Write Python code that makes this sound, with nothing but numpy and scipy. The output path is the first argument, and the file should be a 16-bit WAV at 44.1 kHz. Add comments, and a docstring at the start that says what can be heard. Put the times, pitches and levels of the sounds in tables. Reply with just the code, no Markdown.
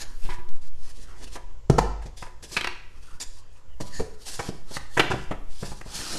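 """Light wooden frames on a workbench.

Frames are flipped, set down and pushed together; a fan hums faintly in the workshop air.
Each contact is a burst of tiny impacts driving slat, frame and bench modes, plus a treble crack.
Hands and slats slide on wood: shaped noise hisses and rasps, and single slat modes sing.
Draughts and an early slow rocking load the microphone; decaying noise makes the workshop's echoes."""
import sys
import numpy as np
from scipy import signal
from scipy.fft import rfft, irfft, next_fast_len
from scipy.io import wavfile
from scipy.ndimage import uniform_filter1d, map_coordinates

SR = 44100
rng = np.random.default_rng(int(sys.argv[2]) if len(sys.argv) > 2 else 0)


def output_pcm(signal):
    """Save a mono or channel-first signal as 16-bit PCM at the path in sys.argv[1].

    Samples are clipped to [-1, 1] before scaling.
    """
    pcm = np.clip(np.atleast_2d(signal).T, -1, 1) * 32767
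    wavfile.write(sys.argv[1], SR, np.round(pcm).astype(np.int16))


N = 272890


def amp(db):
    """Decibels to gain."""
    return 10 ** (np.asarray(db) / 20)


def unit(x):
    """Scaled to rms 1."""
    return x / np.sqrt(np.mean(x ** 2) + 1e-20)


def along(points, hz):
    """Interpolates (Hz, value) points on a log frequency axis."""
    point_hz, values = np.transpose(points)
    return np.interp(np.log(hz + .1), np.log(point_hz + .1), values)


def wobble(rate_hz):
    """A smooth random curve with rate_hz knots a second."""
    knots = rng.standard_normal(int(N * rate_hz / SR) + 4)
    return map_coordinates(knots, [np.arange(N) * rate_hz / SR])


def filtered(x, response):
    """x times a response of frequency, zero-padded."""
    m = next_fast_len(N + SR // 2)
    spectrum = rfft(x, m) * response(np.fft.rfftfreq(m, 1 / SR))
    return irfft(spectrum, m)[..., :N]


def coloured(x, spectrum):
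    """x shaped by a spectrum in dB, at rms 1."""
    return unit(filtered(x, lambda hz: amp(along(spectrum, hz))))


# Spectrum of the workshop air and fan. Each row: frequency in Hz, relative level in dB per Hz.
AIR_SPECTRUM = [(15, -42), (25, 9.5), (37, -33), (55, -0.5), (169, -39.5), (548, -28.5), (750, -44),
                (975, -37), (1410, -49.5), (7500, -45.5), (12000, -90), (13000, -73)]
AIR_RMS_DB = -48
HUM_HZ, HUM_PEAK_DB = 120, -59  # mains hum of the fan


def workshop_air():
    """Steady room noise plus a hum with slightly unsteady level and phase."""
    hum_gain = amp(HUM_PEAK_DB + 0.79 * wobble(3.85))
    hum_phase = 2 * np.pi * HUM_HZ * np.arange(N) / SR + 0.32 * wobble(2.2)
    air_gain = amp(AIR_RMS_DB + 1.3 * wobble(2.23))
    air = air_gain * coloured(rng.standard_normal(N), AIR_SPECTRUM)
    return air + hum_gain * np.sin(hum_phase)


# Draught level. Each row: time in seconds, rms level in dB.
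DRAUGHT_LEVEL = [(0.0, -37), (0.24, -12.5), (0.45, -26.5), (0.88, -33.5), (1.08, -32), (1.8, -34.5),
                 (3.0, -29), (3.29, -29), (3.53, -37), (4.01, -22), (4.27, -37.5), (4.46, -25.5),
                 (5.01, -34), (5.65, -23), (5.81, -35), (6.19, -28)]
# Draught spectrum. Each row: frequency in Hz, relative level in dB per Hz.
GUST_SPECTRUM = [(1, 24.5), (3.5, 20), (8, 6), (20, 9), (35, -55.5)]
SWAY_HZ, SWAY_DB, SWAY_CREST_S, SWAY_REST_S = 3.4, -14, .095, 1.05


def draught():
    """Air pushed by the moving frames, and an early rocking, load the microphone mostly below hearing."""
    t = np.arange(N) / SR
    turn = 2 * np.pi * SWAY_HZ * (t - SWAY_CREST_S)
    extent = np.sin(np.pi * np.clip(t / SWAY_REST_S, 0, 1)) ** 0.82
    rocking = extent * (np.cos(turn) - 0.25 * np.cos(2 * turn))  # troughs sharper than crests
    knot_s, knot_db = np.transpose(DRAUGHT_LEVEL)
    gusts = amp(np.interp(t, knot_s, knot_db)) * coloured(rng.standard_normal(N), GUST_SPECTRUM)
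    return amp(SWAY_DB) * rocking + gusts


# Workshop reverberation. Each row: frequency in Hz, t60 in seconds.
SHOP_T60 = [(100, 0.46), (500, 0.54), (2000, 0.59), (5000, 0.6), (12000, 0.35)]
TAIL_REDRAW_S = .25  # a fresh noise tail is drawn this often, so the echoes stay diffuse


def room(x):
    """Noise tails as echoes: each frequency of the workshop's answer dies at its own speed."""
    out, step = np.zeros(N + 2 * SR), round(TAIL_REDRAW_S * SR)
    for start in range(0, N, step):
        hz, t, z = signal.stft(rng.standard_normal(SR * 3 // 4), SR, nperseg=256)
        decay = amp(-60 * t / along(SHOP_T60, hz)[:, None])
        tail = signal.istft(z * decay, SR, nperseg=256)[1]
        wet = signal.fftconvolve(x[start:start + step], tail / np.linalg.norm(tail))
        out[start + 300:][:len(wet)] += wet  # echoes lag by 300 samples
    return out[:N]


STROKE_SWING_DB = 26.5  # gained over a rise, lost over a fall


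def strokes(rows):
    """Every stroke speeds up, holds and slows down; powers add into one gain for each level column."""
    full_s, rise_s, hold_s, fall_s, *levels_db = np.transpose(rows)[:, :, None]
    t = np.arange(0, N + 64, 32) / SR
    rising = (t - full_s) / abs(rise_s)
    falling = (full_s + hold_s - t) / abs(fall_s)
    speed_db = STROKE_SWING_DB * np.minimum(0, np.minimum(rising, falling))
    powers = [amp(2 * (db + speed_db)).sum(0) for db in levels_db]
    return [np.sqrt(np.interp(np.arange(N) / SR, t, power)) for power in powers]


def patchy(x, depth_db):
    """Narrow bands swell and fade for a tenth of a second as the grain of the wood passes."""
    z = signal.stft(x, nperseg=512)[2]
    field = uniform_filter1d(rng.standard_normal(z.shape), size=4, axis=0)  # over frequency
    field = uniform_filter1d(field, size=18, axis=1)  # over time
    return signal.istft(z * amp(depth_db * unit(field)), nperseg=512)[1][:N]


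# Strokes of hand or slat over wood. Each row: start of full speed in seconds, rise in seconds,
# hold in seconds, fall in seconds, hiss level in dB, slat rasp level in dB.
STROKES = [(0, .01, 0.023, 0.056, -40, -45), (.05, .03, 0.081, 0.12, -60, -53),
           (0.231, .08, 0.053, .03, -53, -53), (0.297, .015, 0.048, 0.049, -52, -46),
           (0.557, .01, .005, 0.057, -60, -56), (0.617, .01, 0.067, 0.018, -60, -59.5),
           (0.884, 0.19, 0.023, 0.065, -50.5, -55.5), (0.967, .06, 0.068, 0.093, -55, -57),
           (1.107, 0.2, 0.046, 0.13, -62, -53), (1.227, 0.12, 0.018, 0.043, -49.5, -48),
           (1.276, 0.022, .005, 0.035, -53, -49), (1.332, 0.048, 0.03, 0.022, -44, -56),
           (2.022, 0.011, 0.006, 0.09, -57, -54), (2.174, 0.014, 0.064, 0.1, -49.5, -66),
           (2.428, .008, 0.025, 0.05, -46, -52), (2.543, .1, 0.01, 0.09, -38.5, -61),
           (2.96, 0.17, 0.033, 0.13, -65.5, -60), (3.032, .04, 0.12, .06, -58.5, -56.5),
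           (3.202, 0.0044, 0.034, 0.018, -37, -67), (3.28, .03, 0.12, 0.04, -57, -76),
           (3.566, 0.13, 0.016, 0.09, -63, -62), (3.809, .01, 0.0049, 0.038, -39, -46),
           (3.873, .06, .01, 0.089, -49, -56), (3.952, .08, 0.035, 0.15, -44.5, -49.5),
           (4.145, .05, 0.0064, 0.027, -59, -60), (4.274, 0.081, 0.026, 0.26, -35.5, -72),
           (4.428, 0.065, 0.074, 0.023, -48, -46.5), (4.537, .03, 0.043, .08, -65, -58),
           (4.745, 0.094, 0.028, 0.028, -39, -51), (4.798, .03, .03, .12, -56, -55),
           (4.944, 0.11, 0.047, .03, -50.5, -58), (5.187, 0.15, 0.012, 0.25, -53.5, -62),
           (5.527, 0.071, 0.13, .1, -53.5, -62.5), (5.658, 0.13, 0.014, 0.16, -41.5, -50),
           (5.76, .05, 0.036, .1, -55.5, -72), (5.945, 0.13, 0.24, .05, -37, -41.5)]
# Hiss spectrum. Each row: frequency in Hz, relative level in dB per Hz.
HISS_SPECTRUM = [(880, -9), (1500, -11.5), (1640, -4.5), (2110, -10), (4680, -0.5), (9650, -7),
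                 (12100, -14.5), (13000, -23)]
# Rasp spectrum, the slats' resonances. Each row: frequency in Hz, relative level in dB per Hz.
RASP_SPECTRUM = [(200, 0), (370, -3.5), (590, -8.5), (900, -3.5), (1300, -6), (1750, -6), (2200, -12),
                 (3200, -11), (4500, -50)]
IDLE_RASP_DB = -64  # hands never lie quite still on the slats


def sliding():
    """Fibres catch and slip: dense grains hiss, and the slats rasp in their own resonances."""
    hiss_gain, rasp_gain = strokes(STROKES)
    rasp_gain = np.hypot(rasp_gain, amp(IDLE_RASP_DB))
    flicker_db = 1.06 * np.array([wobble(400), wobble(130)])
    hiss_grains, rasp_grains = rng.standard_normal((2, N)) * amp(flicker_db)
    hiss = coloured(patchy(hiss_grains, depth_db=2.0), HISS_SPECTRUM)
    rasp = coloured(patchy(rasp_grains, depth_db=4.5), RASP_SPECTRUM)
    return hiss_gain * amp(1.8 * wobble(45)) * hiss + rasp_gain * amp(1.05 * wobble(35)) * rasp


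# Dragged slats singing. Each row: start of full speed in seconds, rise in seconds, hold in seconds,
# fall in seconds, level in dB, mode in Hz.
SINGS = [(.87, .04, 0.035, .04, -61, 1840), (3.207, .006, 0.01, .01, -39, 4800),
         (3.215, .008, 0.013, .015, -36, 7160), (3.935, 0.043, 0.053, 0.084, -47.5, 1810),
         (3.94, .04, 0.06, .04, -47.5, 4560), (3.953, .05, 0.045, .05, -46, 6800),
         (4.91, 0.046, 0.028, .03, -59, 1800)]
SING_WIDTH = 0.055  # offset to half amplitude, over the mode's frequency


def singing():
    """Friction noise caught in one slat mode, as a slat is dragged."""
    out = np.zeros(N)
    for *stroke, mode_hz in SINGS:
        noise = rng.standard_normal(N)
        tone = filtered(noise, lambda hz: 1 / (1 + ((hz / mode_hz - 1) / SING_WIDTH) ** 2))
        out += strokes([stroke])[0] * unit(tone)
    return out


def ring(modes, force, scatter_db):
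    """Decaying sines, at new strengths for each blow, driven by a force; half a second, peak 1."""
    hz, db, t60_s = np.transpose(modes)[:, :, None]
    t = np.arange(round(min(t60_s.max(), .5) * SR)) / SR
    blow_db = db + scatter_db * rng.standard_normal(hz.shape)
    waves = amp(blow_db - 60 * t / t60_s) * np.sin(2 * np.pi * hz * t)
    x = signal.fftconvolve(waves.sum(0), force)[:SR // 2]
    return np.pad(x, (0, SR // 2 - len(x))) / np.abs(x).max()


# Bending modes of free slats. Each row: frequency in Hz, level in dB, t60 in seconds.
SLATS = [(310, -3, .04), (380, -1, .05), (450, -3, .04), (520, -1, .05), (620, -3, .04), (730, -3, .04),
         (820, -1, .045), (900, -2, .04), (1010, -3, .04), (1160, -5, .03), (1340, -2, .035),
         (1590, 0, .04), (1790, -1, .035), (2000, 0, .04), (2270, -1, .03), (2490, -3, .025),
         (2900, -4, .02), (3130, -2, .025), (3450, -3, .02), (3900, -5, .015), (4300, -6, .012),
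         (4750, -6, .012)]
STACK_DAMPING = .75  # t60 factor: slats pressed against neighbours ring shorter than free ones


def struck(centre_hz, narrow_db, low_side):
    """Where a blow lands decides which slat modes answer; the many joints add short modes of their own."""
    joints = [(centre_hz * 2 ** octave, -2, .018) for octave in rng.normal(0, .6, size=40)]
    modes = []
    for hz, db, t60_s in SLATS + joints:
        side = low_side if hz < centre_hz else 1
        loss_db = narrow_db * side * np.log2(hz / centre_hz) ** 2
        modes.append((hz, db - loss_db, STACK_DAMPING * t60_s))
    return modes


# Contacts. Each row: start in seconds, clack level in dB, clack centre in Hz, hollow knock level in dB,
# knock centre in Hz, free ring level in dB, bench thump level in dB, crack level in dB,
# contact length scale in seconds.
KNOCKS = [(0.247, -36.5, 3270, -39.5, 630, -44, -35.5, -60, 0.017),
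          (0.29, -26, 2110, -51, 940, -26.5, -35, -68, 0.021),
          (.385, -42, 1900, -50, 990, -36, -41, -63, 0.0091),
          (.487, -60, 3940, -44, 930, -59, -48, -39.5, 0.0039),
          (1.355, -36.5, 2030, -31, 1000, -33, -57, -46, 0.012),
          (1.698, -58, 2070, -0.5, 465, -48, -6.5, -13, .004),
          (1.782, -37, 1500, -4.5, 760, -50, -15, -17.5, 0.0063),
          (2.055, -44, 1960, -38, 500, -68, -34, -37.5, 0.013),
          (2.224, -26, 1610, -53, 895, -32, -41, -36, 0.0047),
          (2.263, -39, 1500, -44, 950, -48, -55, -51, .01),
          (2.423, -43, 3430, -43.5, 470, -67, -48, -40.5, 0.025),
          (2.514, -30, 3230, -40, 534, -42, -40.5, -28, 0.017),
          (2.565, -7.5, 2810, -65, 960, -29, -56, -48, 0.0076),
          (2.609, -14, 2980, -72, 810, -31.5, -45, -32, .004),
          (2.643, -13.5, 2440, -71, 830, -52, -57, -49, .005),
          (2.671, -13.5, 2610, -62, 850, -26.5, -49, -40, 0.0032),
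          (3.202, -38.5, 2450, -68, 940, -45, -65, -42, 0.023),
          (3.802, -35, 2120, -21, 350, -35.5, -31.5, -38, 0.0097),
          (3.994, -44, 1930, -15, 330, -37, -28, -30.5, 0.011),
          (4.391, -24.5, 1550, -22, 900, -46, -34, -26, 0.0081),
          (4.487, -43, 1430, -18, 420, -52, -29, -27.5, 0.0043),
          (4.709, -44, 2480, -33.5, 496, -45, -39, -35, 0.0097),
          (4.766, -17.5, 1700, -63, 925, -39, -36.5, -46, 0.0046),
          (4.970, -7.5, 1980, -19.5, 830, -18.5, -36, -20.5, 0.011),
          (4.994, -2, 1925, -12.5, 570, -54, -36, -29.5, 0.0071),
          (5.046, -36, 2180, -30, 700, -55, -33, -38, .01),
          (5.101, -57, 1720, -17, 685, -43, -24, -26, 0.018),
          (5.114, -14, 1740, -31, 613, -46, -28, -61, 0.0048),
          (5.135, -47, 1830, -21, 610, -58, -21, -44, 0.0083),
          (5.309, -23.5, 1450, -19, 604, -41, -25.5, -42.5, 0.0097),
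          (5.626, -30, 1400, -25.5, 420, -36, -26.5, -48, 0.0099),
          (5.716, -45, 1940, -32, 810, -42, -31.5, -43, 0.0067),
          (5.811, -31, 1670, -38, 910, -63, -63, -38, 0.0032),
          (5.858, -54, 2070, -35, 390, -45, -39, -52, 0.0084)]
# A whole frame hanging free. Each row: frequency in Hz, level in dB, t60 in seconds.
FRAME = [(360, -6, .3), (373, -9, .22), (870, -10, .3), (925, -8, .3), (968, -4, .3), (992, -2, .36),
         (1180, -12, .3), (1580, -9, .2), (1700, -11, .25), (2290, -14, .14)]
# Bench top modes. Each row: frequency in Hz, level in dB, t60 in seconds.
BENCH = [(84.7, -1.5, 0.3), (123.7, -5.5, 0.21), (145, 20, 0.062), (196.5, 4.5, 0.28), (236, -43, 0.015),
         (304, 3, 0.05)]
# The bench bouncing on its legs. Each row: frequency in Hz, level in dB, t60 in seconds.
LEGS = [(48.4, 26, 1), (52.4, -17, 0.95)]
BOOM_DB = -15  # leg bounce relative to the thump of the top
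LOW_SIDE = 2.9  # modes under the centre of a clack lose this many times more dB than those above
PRESS_RISE = 0.35  # the slats meet one after another: rise constant over contact length


def knocks():
    """A contact is a quick run of tiny impacts as several slats meet."""
    out, t = np.zeros(N + SR), np.arange(SR // 8) / SR
    treble = signal.butter(2, [2800, 6800], "band", fs=SR, output="sos")
    push = np.gradient(t * np.exp(-t / 0.0015))  # the bench takes one soft push and springs back
    tap = t * np.exp(-t / 0.00004)  # one hard touch sets the whole frame ringing
    shove = t * np.exp(-t / 0.002)  # drives the legs
    for (start_s, clack_db, clack_hz, hollow_db, hollow_hz,
         ring_db, thump_db, crack_db, length_s) in KNOCKS:
        length_s = max(length_s, .001)
        press = np.exp(-(t / (1.35 * length_s)) ** 1.25) * (1 - np.exp(-t / (PRESS_RISE * length_s)))
        force = press * rng.standard_normal(len(t)) * rng.exponential(size=len(t)) ** 1.25
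        crack = signal.sosfilt(treble, force)
        clack_modes = struck(clack_hz, narrow_db=10, low_side=LOW_SIDE)
        hollow_modes = struck(hollow_hz, narrow_db=15, low_side=1)
        at = out[round(start_s * SR):]
        at[:SR // 2] += amp(clack_db) * ring(clack_modes, force, scatter_db=2.5)
        at[:SR // 2] += amp(hollow_db) * ring(hollow_modes, force, scatter_db=2.5)
        at[:SR // 2] += amp(ring_db) * ring(FRAME, tap, scatter_db=2.5)
        at[:SR // 2] += amp(thump_db) * ring(BENCH, push, scatter_db=2.5)
        at[:SR // 2] += amp(thump_db + BOOM_DB) * ring(LEGS, shove, scatter_db=1)
        at[:len(t)] += amp(crack_db) * crack / np.abs(crack).max()
    return out[:N]


def scene():
    """Near sounds, their reverberation and the background."""
    background = workshop_air() + draught()
    rubs = sliding() + singing()
    hits = knocks()
    echoes = room(amp(-9) * hits + amp(-12.5) * rubs)
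    return (hits + rubs + echoes + background)[None]


TOP_HZ = 12750


def record(dry):
    """The input stage rounds off the loudest peaks; nothing is kept above the band limit."""
    soft = dry / (1 + np.abs(dry / .9) ** 4) ** (1 / 4)
    return filtered(soft, lambda hz: hz < TOP_HZ)


dry = scene()
out = record(dry)
output_pcm(out)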